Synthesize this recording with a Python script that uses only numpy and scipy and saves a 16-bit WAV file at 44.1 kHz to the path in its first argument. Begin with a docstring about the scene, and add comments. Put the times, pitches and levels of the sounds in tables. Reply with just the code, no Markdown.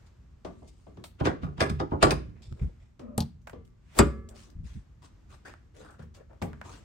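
"""Someone works at a car's steel hood in a garage, a camera in one hand. Over a low rumble, clothes rustle,
light knocks land on the bodywork and a small part ticks. From 1.2 s the loose hood clunks on its supports;
then steel parts jingle faintly and the hand bumps the camera. At 3 s the hood shudders and its safety
catch clacks twice. Near 4 s one loud bang of steel on the latch leaves the hood ringing. More bumps,
scuffing and clicking soles and a few last knocks follow. The garage adds a short echo."""
import sys
import numpy as np
from scipy import signal
from scipy.fft import rfft, irfft, next_fast_len
from scipy.io import wavfile
from scipy.ndimage import uniform_filter1d, map_coordinates

SR = 44100
rng = np.random.default_rng(int(sys.argv[2]) if len(sys.argv) > 2 else 0)


def to_wav(s):
    """Save 16-bit WAV."""
    ch = np.atleast_2d(s).T  # columns
    pcm = np.round(np.clip(ch, -1, 1) * 32767)  # PCM
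    wavfile.write(sys.argv[1], SR, pcm.astype(np.int16))


N = 301644

# the hood's lasting tones, and the boom of the car's front end: pitch_hz, level_db, fade_s
# (fade_s is always the time to fall by 60 dB)
HOOD_TONES = [(224, -6.5, 0.87), (369, -12, .9), (409, -5, 0.55), (450, -17, 0.87), (549, -14.5, 0.65),
              (680, -16, 0.3), (980, -24, 0.4), (1120, -16, 0.37), (1166, -13.5, 0.7), (1310, -19, 0.7),
              (1530, -24.5, .45), (1560, -23, 0.35), (1700, -24, 0.81), (1744, -22, 0.35),
              (2100, -23.5, 0.7), (2200, -27.5, 0.52), (2552, -32, .45)]
BOOM_TONES = [(63, -8, 0.44), (75.7, -4.5, 0.4), (85, 0.5, 0.21), (111.4, 5, 0.098), (146.6, -3, 0.34),
              (177.4, -3.5, 0.23), (221.9, -1.5, 0.14), (264, -5, 0.062)]
# resonances, the pitches that the steel panel favours: pitch_hz, width_hz, boost_db
PANEL_PEAKS = [(404, 21, 6), (514, 73, 5.5), (651, 27, 4.5), (756, 14, 1.5), (1016, 24, 2.5), (1066, 58, 6),
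               (1152, 32, 7), (1234, 54, 9), (1356, 21, 5), (1450, 91, 6.5), (1684, 140, 6.5),
               (2006, 100, 5), (2420, 60, 3), (5040, 750, 6.5)]
# the colour (balance of bass and treble) of each kind of hit: pitch_hz, level_db
KNOCK_COLOUR = [(100, -14.5), (220, 1.5), (450, -2), (780, -11.5), (1200, -13.5), (2400, -19), (6000, -26),
                (9000, -35), (16000, -48)]
TICK_COLOUR = [(350, -19.5), (600, -1), (1550, -11), (2610, -12), (3680, -17.5), (9110, -22), (10500, -32),
               (11700, -23.5), (16000, -36)]
CLUNK_COLOUR = [(120, -26), (280, -4.5), (480, -9), (800, -12), (1300, -13), (1900, -19), (2700, -13.5),
                (5000, -29), (9000, -35), (11000, -47), (16000, -58)]
CATCH_COLOUR = [(120, -12), (240, -3), (600, -2.5), (1100, -12), (2000, -19.5), (3200, -21.5), (6500, -24),
                (9500, -22), (12500, -22.5), (16000, -30.5)]
# how fast struck sheet steel and longer-shivering steel fall silent: pitch_hz, fade_s
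SHEET_FADE = [(200, 0.44), (600, 0.26), (1500, 0.2), (4000, 0.087), (12000, 0.19)]
SHIVER_FADE = [(300, 1), (1200, 0.62), (2400, 0.47), (4000, 0.58), (9000, 0.89), (14000, 0.13)]
# how alike the two ears hear a sound from ahead: pitch_hz, likeness (1 same, -1 opposite)
AHEAD = [(120, 0.96), (280, 0.27), (600, 0.08), (1500, 0.27), (8000, 0.14)]
# the safety catch clacking over the striker, the bar it grips: start_s, body_db, boom_db, snap_db, snap_hz
CATCH_CLACKS = [(3.178, -20.5, -26.5, -35.5, 8700), (3.2044, -37.5, -33, -38.5, 4338)]


def amp(db):
    """Turn decibels into a gain."""
    return 10 ** (np.asarray(db) / 20)


def unit(x):
    """Scale to an average (rms) level of 1."""
    return x / np.sqrt(np.mean(x ** 2) + 1e-20)


def unit_hit(x):
    """Scale a hit to an average (rms) level of 1 over its first 30 ms."""
    return x / np.sqrt(np.mean(x[..., :SR // 33] ** 2) + 1e-20)


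def along(points, hz):
    """Read between the (pitch_hz, value) points of a curve, on a log pitch axis."""
    pitches, values = np.transpose(points)
    return np.interp(np.log(hz + 1), np.log(pitches + 1), values)


def wobble(per_s):
    """A smooth curve through per_s random values a second."""
    return map_coordinates(rng.standard_normal(int(N * per_s / SR) + 4), [np.arange(N) * per_s / SR])


def add(track, start_s, sound):
    """Mix a sound into the track."""
    start = round(start_s * SR)
    track[:, start:start + sound.shape[-1]] += sound[..., :N - start]


def shape(colour, peaks, hz):
    """The level in dB of a colour with resonances on top."""
    return along(colour, hz) + sum(db / (1 + (2 * (hz - f) / width) ** 2) for f, width, db in peaks)


def stereo(mid, side, likeness, hz):
    """Blend two unrelated spectra into left and right ones with the given likeness."""
    turn = np.arccos(np.clip(along(likeness, hz), -1, 1)) / 2
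    return mid * np.cos(turn) + np.array([side, -side]) * np.sin(turn)


def noise(colour, size, peaks=()):
    """Coloured stereo noise from ahead."""
    hz = np.fft.rfftfreq(size, 1 / SR)
    phases = np.exp(2j * np.pi * rng.random((2, len(hz))))
    return unit(irfft(stereo(*phases, AHEAD, hz) * amp(shape(colour, peaks, hz)), size))


def split(x, edge_hz):
    """The parts of a sound below and above a pitch."""
    size = x.shape[-1]
    low = irfft(rfft(x) / (1 + (np.fft.rfftfreq(size, 1 / SR) / edge_hz) ** 8), size)
    return low, x - low


def fade(x, fades):
    """Let each pitch die away at its own speed."""
    hz, t, spectra = signal.stft(x, SR, nperseg=256)
    dying = spectra * amp(-60 * t / along(fades, hz)[:, None])
    return signal.istft(dying, SR, nperseg=256)[1][:, :x.shape[-1]]


def patchy(x):
    """Let a sound's colour shift from moment to moment."""
    spectra = signal.stft(x, nperseg=512)[2]
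    patches = uniform_filter1d(rng.standard_normal(spectra.shape[1:]), size=7, axis=0)
    shift_db = 3 * unit(uniform_filter1d(patches, size=5, axis=1))
    return signal.istft(spectra * unit(amp(shift_db)), nperseg=512)[1][:, :N]


def causal(gain):
    """A filter with this gain that rings only after it is hit, never before."""
    cepstrum = irfft(np.log(gain + 1e-9))
    half = cepstrum.shape[-1] // 2
    return np.exp(rfft(cepstrum * np.r_[1, np.full(half - 1, 2), 1, np.zeros(half - 1)]))


def ring(tones, rise_s, scatter_db, spread, bias=((1, 0),)):
    """Struck steel rings in fading, wandering tones; spread puts the two ears out of step."""
    wander = .006  # each tone blurs over this share of its pitch
    t = np.arange(SR) / SR
    out = np.zeros((2, SR))
    for hz, db, fade_s in tones:
        phase = rng.uniform(0, 2 * np.pi)
        phase += rng.standard_normal((2, 1)) * min(spread * np.sqrt(hz / 1000), 2)
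        drift = np.cumsum(rng.standard_normal(SR)) * np.sqrt(2 * np.pi * wander * hz / SR)
        start_db = db + along(bias, hz) + scatter_db * rng.normal()
        out += amp(start_db - 60 * t / fade_s) * np.sin(2 * np.pi * hz * t + phase + drift)
    return unit_hit(out * (1 - np.exp(-t / rise_s)) ** 2)


def contact(colour, peaks, fades, stretch, rise_s, tilt_db=0, chatter_db=0, likeness=AHEAD):
    """A hit: dying noise wakes a part's resonances. Gives the body below 2800 Hz and the crack above."""
    size = SR // 2
    hz = np.fft.rfftfreq(size, 1 / SR)
    swell = 1 - np.exp(-np.arange(size) / SR / rise_s)
    chatter = amp(chatter_db * wobble(330)[:size])  # loose parts make the hit uneven
    fades = [(f, fade_s * max(stretch, .2)) for f, fade_s in fades]
    burst = rfft(fade(rng.standard_normal((2, size)), fades) * swell * chatter)
    power = np.abs(uniform_filter1d(np.abs(burst) ** 2, size=25, axis=1))
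    level_db = shape(colour, peaks, hz) + tilt_db * np.log2(np.maximum(hz / 1000, 1))  # tilt per octave
    response = causal(amp(level_db) * np.sqrt(along(fades, hz) / power))
    hit = irfft(stereo(*(burst * response), likeness, hz))
    filters = [signal.butter(4, 2800, kind, fs=SR, output="sos") for kind in ("low", "high")]
    return [unit_hit(signal.sosfilt(np.vstack([sos, sos]), hit)) for sos in filters]


def spot(count, depth_db):
    """Each spot on the steel has its own mild peaks, and deeper gaps for pitches it cannot shake."""
    pitches = np.geomspace(700, 11000, count) * np.exp(.015 * rng.standard_normal(count))
    return [(hz, hz / 32, min(depth_db * rng.uniform(-1, 1), 3)) for hz in pitches]


def room_tone():
    """The garage's low, drifting rumble and a faint hiss that comes and goes."""
    # the background's colour: pitch_hz, level_db
    room_colour = [(12, -34.5), (20, -9), (53, 3.5), (81, 2), (248, -14.5), (472, -27), (759, -31),
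                   (1190, -31.5), (3740, -43), (6910, -45), (8890, -51.5), (10200, -62.5), (12100, -49),
                   (16000, -78.5)]
    # the hiss's rise and fall: time_s, level_db
    hiss_levels = [(0, 1), (.5, -6.5), (1.15, -5), (2.35, -4), (2.75, -4), (3.1, -8), (3.35, -8),
                   (3.8, -6.5), (4.549, -6), (4.9, -2), (5.65, -3.5), (6.1, -7), (6.35, -5), (6.8, 3)]
    rumble, hiss = split(noise(room_colour, N), edge_hz=300)
    hiss_db = np.interp(np.arange(N) / SR, *np.transpose(hiss_levels)) + wobble(8)
    rumble_db = -5 + 0.99 * wobble(10)
    return amp(-49.5) * (amp(rumble_db) * rumble + amp(hiss_db) * hiss)


def rustle_and_hum():
    """Short, gritty swells of noise: mostly cloth and soles that slide and snag, once the hood's hum."""
    # the swells: start_s, length_s, low_db, high_db, hollow_hz
    # (the one at 4.462 s is the hood's low hum lingering after the bang)
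    swells = [(0.06, 0.031, -77, -69, 1470), (0.473, 0.62, -82, -77.5, 910),
              (0.674, 0.029, -89, -60.5, 900), (2.558, 0.15, -55, -75.5, 438), (4.284, 0.11, -57, -85, 637),
              (4.343, 0.13, -62.5, -58.5, 1150), (4.462, 0.12, -62.5, -90, 248),
              (4.634, 0.16, -65, -64, 1730), (5.018, 0.067, -58, -63, 1003), (5.29, 0.086, -60, -65, 1360),
              (5.449, 0.078, -49, -59, 1660), (5.739, 0.157, -55, -66, 515), (5.794, 0.18, -56, -73, 1400),
              (5.982, 0.062, -59.5, -70, 1580), (6.14, 0.052, -65.5, -63, 1300),
              (6.169, 0.073, -55, -94, 547), (6.292, .08, -56.5, -88.5, 600),
              (6.638, 0.15, -53.5, -60, 1070), (6.709, 0.098, -60.5, -61, 1460)]
    # their colour: pitch_hz, level_db
    swell_colour = [(150, -15.5), (300, 5.5), (550, -0.5), (900, -5.5), (1600, -9), (2600, -12),
                    (5000, -15), (8500, -16.5), (10500, -25), (16000, -36.5)]
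    snags_per_s, snag_s = 140, .0009
    out = np.zeros((2, N))
    t = np.arange(SR) / SR
    for start_s, length_s, low_db, high_db, hollow_hz in swells:
        hollow = noise(swell_colour, SR, peaks=[(hollow_hz, hollow_hz / 2.24, 12.5)])
        low, high = map(unit, split(hollow, edge_hz=2270))
        swell = (t / length_s) ** 0.62 * np.exp(-(t / length_s / 0.65) ** 2)
        add(out, start_s, swell / swell.max() * (amp(low_db) * low + amp(high_db) * high))
    grit = unit(amp(1.1 * wobble(80) + 1.5 * wobble(500)))
    snags = (rng.random(N) < snags_per_s / SR) * rng.uniform(.3, 1, N)
    snags = unit(signal.lfilter([1], [1, -np.exp(-1 / (snag_s * SR))], snags))
    return patchy(out) * np.hypot(grit, amp(-8.5) * snags) * amp([[1.1], [-1.1]])  # a little to the left


def garage_echo(x):
    """Walls and floor answer with a short, blurred echo that changes as the camera moves."""
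    # how fast the garage falls silent: pitch_hz, fade_s
    garage_fade = [(100, 1), (500, 0.16), (2000, 0.37), (6000, 0.29), (14000, 0.18)]
    out = np.zeros((2, N))
    step, size = SR // 4, SR // 2
    swell = 1 - np.exp(-np.arange(size) / SR / 0.0012)
    for start in range(0, N, step):
        tail = fade(noise([(100, 0), (16000, 0)], size), garage_fade) * swell
        tail /= np.linalg.norm(tail[0])
        add(out, start / SR, signal.fftconvolve(x[:, start:start + step], tail, axes=1))
    return out


def knocks():
    """Soft hits give a hollow knock, duller the weaker its crack, and barely wake the hood."""
    # light knocks on the bodywork: start_s, panel_db, crack_db, boom_db, spot_hz
    hits = [(0.447, -29.5, -59, -50, 647), (0.619, -44.5, -86, -54, 650), (0.866, -43, -79, -55, 640),
            (0.970, -41, -72, -44.5, 350), (2.993, -39, -66.5, -53, 336), (3.53, -36.5, -69.5, -48, 485.5),
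            (5.992, -43, -73, -44.5, 526), (6.024, -53.5, -75, -53.5, 519), (6.416, -26.5, -57, -30, 770)]
    out = np.zeros((2, N))
    for start_s, db, crack_db, boom_db, spot_hz in hits:
        peaks = [(spot_hz, spot_hz / 3.6, 8), (590, 260, 2.5), (798, 230, 3.5), (1130, 260, 5)]
        panel, crack = contact(KNOCK_COLOUR, peaks, SHEET_FADE, stretch=0.63, rise_s=0.0013,
                               tilt_db=1.5 * (crack_db - db + 27))
        add(out, start_s, (amp(db - 9.5) * panel + amp(crack_db) * crack) * amp([[1.1], [-1.1]]))
        add(out, start_s, amp(boom_db - 3.5) * ring(BOOM_TONES, 0.0056, scatter_db=0.5, spread=0.32))
        add(out, start_s, amp(db - 24) * ring(HOOD_TONES, 0.0023, scatter_db=3.5, spread=8.4))
    return out


def ticks():
    """Small stiff parts click with one main resonance and stop quickly; the one at 3.948 s is the hood's
    striker first touching the latch just before the bang."""
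    # the ticks: start_s, body_db, treble_db, stretch (multiplies the fade time), pitch_hz
    hits = [(1.039, -28.5, -43, 0.68, 3950), (3.415, -68, -73, .9, 6000), (3.471, -25.5, -53.5, .35, 1506),
            (3.495, -31.5, -56, .3, 1480), (3.649, -71, -67, 0.62, 3000), (3.948, -48, -55.5, 1.3, 3793),
            (4.288, -53.5, -50.5, 0.34, 7500), (4.5, -56.5, -61.5, 0.34, 4840),
            (5.339, -42, -68.5, 0.56, 1574), (5.905, -61, -61, .7, 8200), (6.146, -43, -61, 0.85, 6580),
            (6.421, -22.5, -43.5, 0.55, 2200)]
    # how fast stiff parts fall silent: pitch_hz, fade_s
    stiff_fade = [(200, 0.47), (450, 0.13), (1200, 0.12), (4000, 0.08), (12000, 0.26)]
    out = np.zeros((2, N))
    for start_s, db, treble_db, stretch, hz in hits:
        peaks = [(hz, hz / 3.7, 8)] + spot(count=30, depth_db=8)
        body, crack = contact(TICK_COLOUR, peaks, stiff_fade, stretch, rise_s=.0012)
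        add(out, start_s, amp(db - 22.5) * body + amp(treble_db - 8.5) * crack)
    return out


def scrape(out, hit_s, db, colour, swell_s):
    """Steel slides or swishes, growing louder up to the moment it hits."""
    t = np.arange(-SR // 4, 0) / SR
    add(out, hit_s + t[0], amp(db) * np.exp(t / swell_s) * noise(colour, len(t)))


def bend(x, delay_s, edge_hz):
    """Low bending waves cross the sheet slowly, so the bass arrives after the treble."""
    size = x.shape[-1]
    phase = 2 * np.pi * delay_s * edge_hz * np.arctan(np.fft.rfftfreq(size, 1 / SR) / edge_hz)
    return irfft(rfft(x) * np.exp(-1j * phase), size)


def from_right(x, lead_s):
    """A clunk reaches the right microphone lead_s early, with its own balance at each pitch."""
    # the clunks' balance: pitch_hz, left_minus_right_db
    balance = [(100, -1), (350, -4), (700, -1), (2400, 1), (4400, 7.5), (9000, 0.5), (15000, 2)]
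    hz = np.fft.rfftfreq(N, 1 / SR)
    left = amp(along(balance, hz) / 2) * np.exp(-1j * np.pi * hz * lead_s)
    return irfft(rfft(x) * np.array([left, 1 / left]), N)


def clunks():
    """The loose hood slides and hits, shaking its sheet and the front end; soft hits are slow and dull."""
    # the hood clattering on its supports:
    # start_s, panel_db, crack_db, scrape_db, boom_db, stretch, low_spot_hz, high_spot_hz
    hits = [(1.204, -24.5, -51.5, -40, -27, 0.34, 292, 850), (1.253, -19.5, -37, -30, -30, 0.47, 326, 1660),
            (1.268, -22.5, -42, -46, -32.5, 0.74, 810, 2070),
            (1.425, -37.5, -57, -50.5, -30.5, 1, 150, 1100),
            (1.578, -40.5, -59.5, -51, -38.5, 0.11, 390, 900),
            (1.604, -17, -30.5, -30, -28, 0.78, 650, 1720),
            (1.694, -33.5, -44.5, -49, -28, 0.34, 305, 1250),
            (1.797, -23.5, -46.5, -45.5, -35.5, 0.47, 326, 800),
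            (1.913, -23.5, -61.5, -56, -31, 0.72, 312, 940), (2.026, -10, -24, -24, -23, 0.43, 693, 1230),
            (2.037, -18.5, -36.5, -47.5, -32, 0.33, 510.6, 905),
            (2.068, -22, -43.5, -36, -31.5, 1, 643, 1180),
            (2.106, -21, -30.5, -49.5, -30.5, 0.29, 402, 780)]
    # how alike the two ears hear a sound from the side: pitch_hz, likeness (capped at 1)
    aside = [(150, 3.8), (300, 1.5), (550, -0.37), (1300, 0.9), (3000, 0.06), (9000, 0)]
    body, cracks = np.zeros((2, 2, N))
    for start_s, db, crack_db, scrape_db, boom_db, stretch, *spots_hz in hits:
        rise_s = .0026 * 2 ** ((-28 - crack_db) / 17)  # twice as slow for each 17 dB less crack
        peaks = PANEL_PEAKS + [(hz, hz / 3.5, 7) for hz in spots_hz] + spot(count=50, depth_db=13)
        panel, crack = contact(CLUNK_COLOUR, peaks, SHEET_FADE, stretch, rise_s,
                               tilt_db=crack_db - db + 16, chatter_db=3.5, likeness=aside)
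        add(body, start_s, amp(db - 6) * bend(panel, delay_s=0.0035, edge_hz=360))
        add(cracks, start_s, amp(crack_db - 3.5) * crack)
        scrape(cracks, start_s + 0.0017, scrape_db, CLUNK_COLOUR, swell_s=0.0057)
        add(body, start_s + .005, amp(boom_db) * ring(BOOM_TONES, 0.0024, scatter_db=1, spread=1))
        add(body, start_s, amp(db - 35.5) * ring(HOOD_TONES, .003, scatter_db=4, spread=0.87))
    return from_right(body, lead_s=0.00046) + from_right(cracks, lead_s=0)


def clinks():
    """Small loose steel parts are jostled and give faint, gritty pings."""
    # the pings: start_s, body_db, treble_db, pitch_hz
    pings = [(2.354, -71.5, -94, 1774), (2.419, -68.5, -61, 4540), (2.591, -65.5, -75, 2130),
             (2.8, -74.5, -80, 2040)]
    # the small parts' resonances: pitch_hz, width_hz, boost_db
    part_peaks = [(2430, 450, 8.5), (3550, 780, 12), (5185, 510, 12), (7550, 1500, 10)]
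    out = np.zeros((2, N))
    for start_s, db, treble_db, hz in pings:
        peaks = part_peaks + [(hz, hz / 6, 9)]
        body, grit = contact(TICK_COLOUR, peaks, SHIVER_FADE, stretch=0.6, rise_s=0.0015)
        add(out, start_s, amp(db) * body + amp(treble_db) * grit)
    return out * unit(amp(2.5 * wobble(120)))


def camera_bumps():
    """Fingers push on the camera: dull, rough thuds, alike in both ears."""
    # the bumps: start_s, level_db
    bumps = [(2.463, -35), (2.509, -28), (2.613, -18.5), (2.65, -29), (4.55, -34), (4.581, -29),
             (4.627, -31.5), (4.692, -35), (4.749, -31), (4.888, -45.5), (4.949, -53.5)]
    # a thud's colour: pitch_hz, level_db
    thud_colour = [(20, -11.5), (55, 11.5), (100, 2), (180, -6.5), (300, -23), (600, -67), (2000, -78)]
    out = np.zeros((2, N))
    t = np.arange(SR // 4) / SR
    push = (t / .007) ** 2 * np.exp(-t / 0.0088)
    for start_s, db in bumps:
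        add(out, start_s, amp(db - 7.5) * unit_hit(push * noise(thud_colour, len(t))))
    return out


def hood_shudder():
    """Pressed towards the catch, the hood shudders softly until the catch holds it."""
    start_s, caught_s, damping_s = 3.0, CATCH_CLACKS[0][0], 0.052
    out = np.zeros((2, N))
    peaks = [(233, 76, 24.6), (492, 47, 5.6), (597, 160, 22), (1030, 70, 12), (1225, 150, 17)]
    hum, _ = contact(KNOCK_COLOUR, peaks, SHIVER_FADE, stretch=1.2, rise_s=0.039)
    add(out, start_s, amp(-53.5) * hum)
    held_s = np.maximum(np.arange(N) / SR - caught_s, 0)
    return out * np.exp(-held_s / damping_s)


def from_latch(x):
    """The latch lies a little to the left, so the same wave reaches the left microphone first."""
    # the latch's balance: pitch_hz, left_minus_right_db
    balance = [(2500, 0), (5000, 8), (8000, 0.5), (14000, 0.5)]
    lead_s = .000021
    hz = np.fft.rfftfreq(x.shape[-1], 1 / SR)
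    left = amp(along(balance, hz) / 2) * np.exp(1j * np.pi * hz * lead_s)
    return unit_hit(irfft(rfft(x[0]) * np.array([left, 1 / left]), x.shape[-1]))


def safety_catch():
    """The sprung catch strikes and snaps over: two bright clacks, each on a dull boom."""
    # resonances of its spring and lever: pitch_hz, width_hz, boost_db
    lever_peaks = [(252, 70, 6.5), (438, 110, 9.5), (550, 100, 2), (835, 270, 13.5), (1230, 140, 5),
                   (3500, 400, 3), (11520, 1500, 7)]
    # how fast it falls silent: pitch_hz, fade_s
    catch_fade = [(200, 0.19), (450, 0.083), (1200, 0.1), (4000, 0.054), (12000, 0.032)]
    # which front-end tones it favours: pitch_hz, boost_db
    boom_bias = [(60, -3), (90, 1), (150, 1.5), (230, 4.5)]
    out = np.zeros((2, N))
    for start_s, db, boom_db, snap_db, snap_hz in CATCH_CLACKS:
        peaks = lever_peaks + [(snap_hz, snap_hz / 2.3, 9)] + spot(count=40, depth_db=6.5)
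        body, snap = contact(CATCH_COLOUR, peaks, catch_fade, stretch=0.98, rise_s=0.0004, chatter_db=3.5)
        boom = ring(BOOM_TONES, rise_s=.003, scatter_db=0.5, spread=0.32, bias=boom_bias)
        add(out, start_s, amp(db - 11) * body * amp([[1.3], [-1.3]]))
        add(out, start_s, amp(snap_db - 1.5) * from_latch(snap))
        add(out, start_s, amp(boom_db - 0.5) * boom)
    return out


def latch_bang():
    """The hood swishes down, its striker scrapes in and hits the hook; the car booms, the hood rings."""
    # the bang's colour: pitch_hz, level_db
    bang_colour = [(110, -13), (170, -14.5), (220, -4), (275, -3), (335, 1), (410, 0), (490, -11.5),
                   (660, -4.5), (950, -8.5), (1400, -9.5), (2000, -15.5), (3200, -26), (6000, -28.5),
                   (9000, -25.5), (12000, -27.5), (16000, -34)]
    # the colour of the falling hood's swish: pitch_hz, level_db
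    swish_colour = [(300, -8.5), (900, 0.5), (2400, 3), (4200, -6.5), (8000, -9), (11000, -19.5),
                    (16000, -30.5)]
    # resonances of the latch's steel hook: pitch_hz, width_hz, boost_db
    hook_peaks = [(407, 18, 5.5), (567, 14, 11), (870, 120, 2.5), (1165, 180, 2), (1480, 90, 1),
                  (2470, 210, 6.5), (3350, 250, 3.5), (4800, 520, 6.5), (7640, 900, 15), (8560, 500, 8.5),
                  (9700, 660, 7), (11650, 480, 10), (15100, 500, 9)]
    # how fast the latch panel falls silent: pitch_hz, fade_s
    latch_fade = [(150, 0.3), (400, 0.2), (700, 0.11), (1500, 0.15), (4000, 0.085), (12000, 0.015)]
    # which front-end tones the bang favours: pitch_hz, boost_db
    boom_bias = [(60, 6), (88, -5.5), (120, 4.5), (170, -5.5), (225, 5.5)]
    hit_s = 3.9878
    out = np.zeros((2, N))
    latch_peaks = hook_peaks + spot(count=40, depth_db=7.5)
    panel, crack = contact(bang_colour, latch_peaks, latch_fade, stretch=0.74, rise_s=0.0018)
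    hood_peaks = PANEL_PEAKS + spot(count=40, depth_db=6)
    shiver, sizzle = contact(CLUNK_COLOUR, hood_peaks, SHIVER_FADE, stretch=0.39, rise_s=0.026)
    scrape(out, hit_s, db=-52, colour=swish_colour, swell_s=0.045)  # the hood falls
    scrape(out, hit_s, db=-29.5, colour=CATCH_COLOUR, swell_s=.012)  # the striker slides in
    add(out, hit_s, amp(-15) * bend(panel, delay_s=.009, edge_hz=380) + amp(-24.5) * from_latch(crack))
    add(out, hit_s, amp(-39) * shiver + amp(-55.5) * sizzle)
    boom = ring(BOOM_TONES, rise_s=0.0013, scatter_db=-0.5, spread=0.96, bias=boom_bias)
    add(out, hit_s + 0.0054, amp(-16.5) * boom)
    add(out, hit_s, amp(-34.5) * ring(HOOD_TONES, rise_s=0.0034, scatter_db=1, spread=0.59))
    return out


def sole_clicks():
    """A hard sole snaps on the floor: a few cycles of one resonance and no ring."""
    # dry, woody clicks: start_s, level_db, pitch_hz
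    clicks = [(5.538, -56, 1440), (6.531, -55, 1564), (6.614, -47, 1580)]
    sole_fade = [(300, .04), (1500, .02), (8000, .012)]  # pitch_hz, fade_s
    out = np.zeros((2, N))
    for start_s, db, hz in clicks:
        body, edge = contact(TICK_COLOUR, [(hz, hz / 2, 13)], sole_fade, stretch=1, rise_s=.0002)
        add(out, start_s, amp(db) * (body + amp(-18) * edge))
    return out


def scene():
    """Mix everything; all but the camera bumps and the room tone echo in the garage."""
    clatter = clunks()
    latch = safety_catch() + latch_bang()
    small = knocks() + sole_clicks() + hood_shudder() + clinks() + rustle_and_hum()
    ticking = ticks()
    echo = garage_echo(amp(-13) * clatter + amp(-19) * latch + amp(-8.5) * small + amp(-11.5) * ticking)
    return clatter + latch + small + ticking + echo + camera_bumps() + room_tone()


def record(dry):
    """The camera colours the sound, rounds off the loudest peaks and cuts the highest treble."""
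    # the microphone's colour: pitch_hz, gain_db
    mic_colour = [(18, -14.5), (40, 0), (9300, 1), (10300, -10), (11300, 0.5), (13000, -6), (14000, -4),
                  (15000, 2.5)]
    ceiling, top_hz = .92, 16200
    size = next_fast_len(N + SR // 2)
    hz = np.fft.rfftfreq(size, 1 / SR)
    heard = irfft(rfft(dry, size) * amp(along(mic_colour, hz)), size)
    rounded = heard / (1 + np.abs(heard / ceiling) ** 6) ** (1 / 6)
    return irfft(rfft(rounded) * (hz < top_hz), size)[:, :N]


dry = scene()
out = record(dry)
to_wav(out)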